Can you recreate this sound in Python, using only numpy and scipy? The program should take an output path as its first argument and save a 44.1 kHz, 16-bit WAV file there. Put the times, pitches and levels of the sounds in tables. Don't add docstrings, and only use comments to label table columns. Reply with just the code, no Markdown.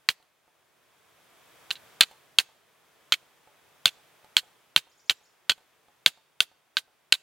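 import sys
import numpy as np
from scipy import signal
from scipy.fft import rfft, irfft
from scipy.io import wavfile
from scipy.ndimage import uniform_filter1d

SR = 44100
rng = np.random.default_rng(int(sys.argv[2]) if len(sys.argv) > 2 else 0)


def bounce(signal):
    frames = np.transpose(np.atleast_2d(signal))
    limited = np.clip(frames, -1, 1)
    pcm = np.round(limited * 32767).astype(np.int16)
    wavfile.write(sys.argv[1], SR, pcm)


N = 318402


def amp(db):
    return 10 ** (np.asarray(db) / 20)


def unit(x):
    return x / np.sqrt(np.mean(x ** 2) + 1e-20)


def clock(count=4096):
    return np.arange(count) / SR


def read(points, f_hz):
    point_hz, value = np.transpose(points)
    return np.interp(np.log(f_hz + 1), np.log(point_hz + 1), value)


def add(mix, start_s, sound):
    start = max(round(start_s * SR), 0)
    part = mix[..., start:][..., :sound.shape[-1]]
    part += sound[..., :part.shape[-1]]


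def colour(x, points, size=4096):
    f_hz = abs(np.fft.fftfreq(size, 1 / SR))
    log_gain = np.log(amp(read(points, f_hz)))
    spectrum = np.exp(np.conj(signal.hilbert(log_gain)))
    taps = np.fft.ifft(spectrum).real[:size // 2]
    return signal.fftconvolve(x, taps)[:len(x)]


def noise(points, count):
    f_hz = np.fft.rfftfreq(count, 1 / SR)
    white = rfft(rng.standard_normal(count))
    return unit(irfft(white * amp(read(points, f_hz)), count))


def spread(points, width):
    mid = noise(points, len(clock()))
    side = width * noise(points, len(clock()))
    return np.array([mid + side, mid - side])


def burst(x, db, span_s=0.0003):
    return amp(db) * x * np.sqrt(span_s * SR / np.sum(x ** 2))


# (t/s, relative level/dB)
AIR_SWELL = [(0.0, -69), (0.32, -73), (0.78, -69), (1.63, -59), (1.93, -59), (2.07, -62), (2.63, -68),
             (3.04, -65), (3.42, -66), (3.86, -63.5), (4.34, -64), (4.91, -69), (6.07, -69), (6.15, -71),
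             (6.69, -72), (7.22, -71)]
# (f/Hz, relative density/dB)
AIR_SPECTRUM = [(15, -48), (25, -24.5), (136, -1.5), (221, -7), (457, 0), (537, -3), (598, 0), (919, -2.5),
                (997, -1.5), (2360, -5.5), (2560, -5), (2770, -8), (3340, -6), (4150, -12), (15500, -16.5)]
# (f/Hz, correlation/1)
AIR_CORRELATION = [(40, 0.52), (180, 0.16), (550, 0.51), (1650, 0.79), (4000, 0.53), (8000, 0.39),
                   (15000, .3)]


def air(rush_db=1.3, hiss_db=-4.6):
    f_hz = np.fft.rfftfreq(N, 1 / SR)
    swell = amp(np.interp(clock(count=N), *np.transpose(AIR_SWELL)))
    left, other = rfft(rng.standard_normal((2, N))) * amp(read(AIR_SPECTRUM, f_hz))
    same = np.clip(read(AIR_CORRELATION, f_hz), -1, 1)
    right = same * left + np.sqrt(1 - same ** 2) * other
    both = np.array([left, right])
    high = np.clip(read([(3500, 0), (6500, 0.92)], f_hz), 0, 1)
    rush = unit(irfft(both * (1 - high), N))
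    hiss = unit(irfft(both * high, N))
    return swell * (amp(rush_db) * rush + amp(hiss_db) * hiss)


# (f/Hz, level/dB, t60/s), varied at each contact
RING_MODES = [(1536, -9.5, 0.021), (2240, -14.5, 0.017), (2677, -6, .017), (3120, 0, .012),
              (3320, -2.5, 0.012), (3625, -6.5, 0.0095), (4056, 0.5, 0.013), (4660, -8.5, 0.011),
              (6190, -17.5, .014), (6650, -19, 0.016), (7340, -22, .018), (8400, -23, .018),
              (10350, -25.5, 0.023)]
# (f/Hz, relative density/dB)
CRACK_SPECTRUM = [(30, -42.5), (250, -34.5), (450, -27), (700, -21), (1100, -14), (1600, -9), (2200, -5),
                  (3200, 1.5), (4300, 1), (5300, -14), (7200, -15), (10000, -24), (16000, -28)]


def contact(ring_db=-4, splinter_db=-20, splinter_s=0.0019):
    t = clock()
    force = amp(splinter_db) * rng.standard_normal(len(t)) * np.exp(-t / splinter_s)
    force[0] = 1
    ring = np.zeros(len(t))
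    for hz, db, t60_s in RING_MODES:
        decay = amp(db + rng.normal(0, 1.5) - 60 * t / t60_s)
        mode = np.sin(2 * np.pi * hz * rng.normal(1, .015) * t)
        ring += decay * mode * rng.choice([-1, 1])
    return unit(colour(force, CRACK_SPECTRUM)) + amp(ring_db) * unit(ring)


def scrape(length_s, grains_per_s=1100, spread_db=4.5, sag_db=5, release_s=.0045):
    t = clock()
    grains = rng.choice([-1., 1.], len(t)) * (rng.random(len(t)) < grains_per_s / SR)
    grains *= amp(spread_db * np.minimum(rng.exponential(1, len(t)), 3))
    sag = amp(-sag_db * np.minimum(t / length_s, 1))
    release = np.exp(-np.maximum(t - length_s, 0) / release_s)
    return signal.fftconvolve(grains * sag * release, contact())[:len(t)]


# (t/s, blow level/dB, rebound level/dB, scrape level/dB, scrape length/s, catch delay/s,
#           thud relative level/dB, 1.5 kHz knock gain/dB, 7 kHz brightness gain/dB, ring centre f/Hz)
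STRIKE_ROWS = [(0.0889, 1, -11, -29, .012, 0.0053, -49, 4, -4, 3180),
               (1.7112, -8, -22, -40.5, .006, .003, -67, 6, -6, 3750),
               (2.0086, 7, 5.5, -21.5, 0.025, 0.015, -47, -1, 7, 4030),
               (2.3864, 6.5, -3, -25, .013, .006, -58, -2.5, 4, 3420),
               (3.1226, 0, -9, -20.5, .016, 0.0067, -59, 9, 3, 3270),
               (3.857, 6.5, -10.5, -27, .027, .0125, -41, 6, 4, 3460),
               (4.3676, 4, -11, -26.5, 0.022, 0.011, -50, 2, 7, 3290),
               (4.7623, 5.5, -4, -30.5, .024, 0.011, -39.5, 9, 0, 3660),
               (5.096, -2.5, -2, -24, 0.018, 0.01, -65, -6, -11, 3300),
               (5.4957, -3, -2.5, -23, .023, .0135, -59, 11, 3, 3050),
               (6.0615, 7, -2, -28, 0.018, .0125, -37.5, -7, 1, 3340),
               (6.405, 4, -7, -33.5, 0.022, 0.0044, -49, 2, -1.5, 3500),
               (6.7696, -3, -18, -30, 0.015, .011, -67, 13, -4, 3620),
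               (7.1238, 4, 1, -27.5, .025, 0.017, -51, -1, 6, 3700)]
# (f/Hz, relative density/dB)
THUD_SPECTRUM = [(25, -3.5), (70, -3), (140, 0.5), (260, -8), (420, -3), (700, -2.5), (1500, -22.5),
                 (5000, -59.5)]
# (f/Hz, relative density/dB)
FIZZ_SPECTRUM = [(30, -19.5), (250, -8), (500, -2.5), (900, -1), (2000, 5.5), (4000, 8.5), (5500, 1),
                 (7500, 3), (11000, 0.5), (16000, -5)]
REBOUND_S = .0022
CATCH_OVER_SCRAPE_DB = 11
FIZZ_DB, FIZZ_DB_PER_BLOW_DB = -37.5, .6
GRAZE_S, GRAZE_DB = 1.7065, -13
RUB_S, RUB_LENGTH_S, RUB_DB = 1.753, .017, -45


def strikes(thud_gain_db=7, thud_s=0.0078, thud_width=.3, fizz_s=.023, fizz_width=.6, ring_db=3.5):
    out, t = np.zeros((2, N)), clock()
    fizz_fade = 1 / np.sqrt(1 + (t / fizz_s) ** 8)
    thud_fade = np.exp(-t / thud_s)
    for (s, blow_db, rebound_db, scrape_db, length_s, catch_s,
         thud_db, knock_db, bright_db, ring_hz) in STRIKE_ROWS:
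        grip = [(500, 0), (1500, knock_db), (2000, 0), (2700, 0), (ring_hz, ring_db), (5000, 0),
                (7000, bright_db)]
        add(out, s, burst(colour(contact(), grip), blow_db))
        add(out, s + REBOUND_S, burst(contact(), rebound_db))
        add(out, s + REBOUND_S, burst(scrape(length_s), scrape_db, length_s))
        add(out, s + catch_s, burst(contact(), scrape_db + CATCH_OVER_SCRAPE_DB))
        thud = spread(THUD_SPECTRUM, thud_width) * thud_fade
        add(out, s, amp(thud_db + thud_gain_db) * thud)
        fizz = spread(FIZZ_SPECTRUM, fizz_width) * fizz_fade
        add(out, s, amp(FIZZ_DB + FIZZ_DB_PER_BLOW_DB * blow_db) * fizz)
    add(out, GRAZE_S, burst(contact(), GRAZE_DB))
    add(out, RUB_S, burst(scrape(RUB_LENGTH_S), RUB_DB, RUB_LENGTH_S))
    return out


# (f/Hz, gain/dB)
ECHO_SPECTRUM = [(50, -8.5), (600, -1.5), (1500, -4), (3200, -8.5), (4300, -7.5), (5200, -2), (7000, -1.5),
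                 (15000, -6.5)]


def trees(x, t60_s, delay_s, taps_per_s=2500):
    t = clock(count=SR)
    taps = rng.choice([-1., 1.], (3, SR)) * (rng.random((3, SR)) < taps_per_s / SR)
    taps *= amp(-60 * t / t60_s) * (t > delay_s)
    sides = taps[:2] + 1.2 * taps[2]
    echoes = []
    for side in sides:
        response = colour(side / np.linalg.norm(side), ECHO_SPECTRUM)
        echoes.append(signal.fftconvolve(x, response)[:N])
    return np.array(echoes)


# (t/s, relative level/dB, relative snap level/dB)
CLEAR_TICKS = [(0.226, -61.5, -1.5), (0.479, -54.5, -24), (2.112, -43, -9), (3.474, -46.5, -26),
               (4.245, -45.5, -13), (4.432, -49.5, -20), (5.579, -51.5, -10.5), (5.884, -52, -19)]
# (f/Hz, level/dB, t60/s), f varied at each tick
KNOCK_MODES = [(570, -8.5, 0.081), (750, -1.5, 0.056), (877, -4, .13), (1250, -8, 0.046),
               (2130, -12.5, .06)]
FALL_S, FALL_SCATTER_S = .109, .005
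CHIP_REL_DB, CHIP_DB_PER_BLOW_DB, CHIP_SNAP_REL_DB = -56, .6, -17


def ticks(gain_db=-5, snap_s=.005, snap_gain_db=9):
    out, t = np.zeros(N), clock()
    snap_spectrum = [(300, -7), (2000, 2.0), (4200, 2), (5500, -11), (8500, -5.0), (15000, -16)]
    chips = []
    for s, blow_db, *_ in STRIKE_ROWS:
        land_s = s + FALL_S + FALL_SCATTER_S * rng.standard_normal()
        chips.append((land_s, CHIP_REL_DB + CHIP_DB_PER_BLOW_DB * blow_db, CHIP_SNAP_REL_DB))
    for s, db, snap_db in [*CLEAR_TICKS, *chips]:
        knock = np.zeros(len(t))
        for hz, mode_db, t60_s in KNOCK_MODES:
            mode = np.sin(2 * np.pi * hz * rng.normal(1, .025) * t)
            knock += amp(mode_db - 60 * t / t60_s) * mode
        snap = noise(snap_spectrum, len(t)) * np.exp(-t / snap_s)
        add(out, s, amp(db + gain_db) * (knock + amp(snap_db + snap_gain_db) * snap))
    return out


# (t/s, relative level/dB)
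CALL_TIMES = [(4.891, -2), (4.972, 1), (5.053, 1), (5.143, -3), (5.229, 0)]
# (delay/s, length/s, start f/Hz, end f/Hz, relative level/dB), f varied
CALL_NOTES = [(0, .019, 6270, 7700, -61), (.017, .023, 3800, 6600, -59)]


def bird(gain_db=-6, waver=.02, pitch_scatter=.03):
    out = np.zeros(N)
    for s, call_db in CALL_TIMES:
        for delay_s, length_s, start_hz, end_hz, note_db in CALL_NOTES:
            hz = np.linspace(start_hz, end_hz, round(length_s * SR)) * rng.normal(1, pitch_scatter)
            hz *= 1 + waver * unit(uniform_filter1d(rng.standard_normal(len(hz)), size=60))
            whistle = np.sin(2 * np.pi * np.cumsum(hz) / SR)
            whistle *= signal.windows.tukey(len(hz), .7)
            add(out, s + delay_s, amp(call_db + note_db + gain_db) * whistle)
    return out


def scene(echo_db=-34, bird_echo_db=5, left_db=-2.1):
    near = strikes() + ticks()
    song = bird()
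    near = near + amp(echo_db) * trees(near.mean(0), t60_s=0.48, delay_s=0.019)
    far = song + amp(bird_echo_db) * trees(song, t60_s=.45, delay_s=0.0033) + air()
    return near * amp([[left_db], [0]]) + far


def record(dry, ceiling=.88, edge_hz=16000):
    clipped = dry / (1 + (dry / ceiling) ** 8) ** (1 / 8)
    low_pass = signal.firwin(255, edge_hz, window=("kaiser", 8), fs=SR)
    return signal.oaconvolve(clipped, low_pass[None], "same")


dry = scene()
out = record(dry)
bounce(out)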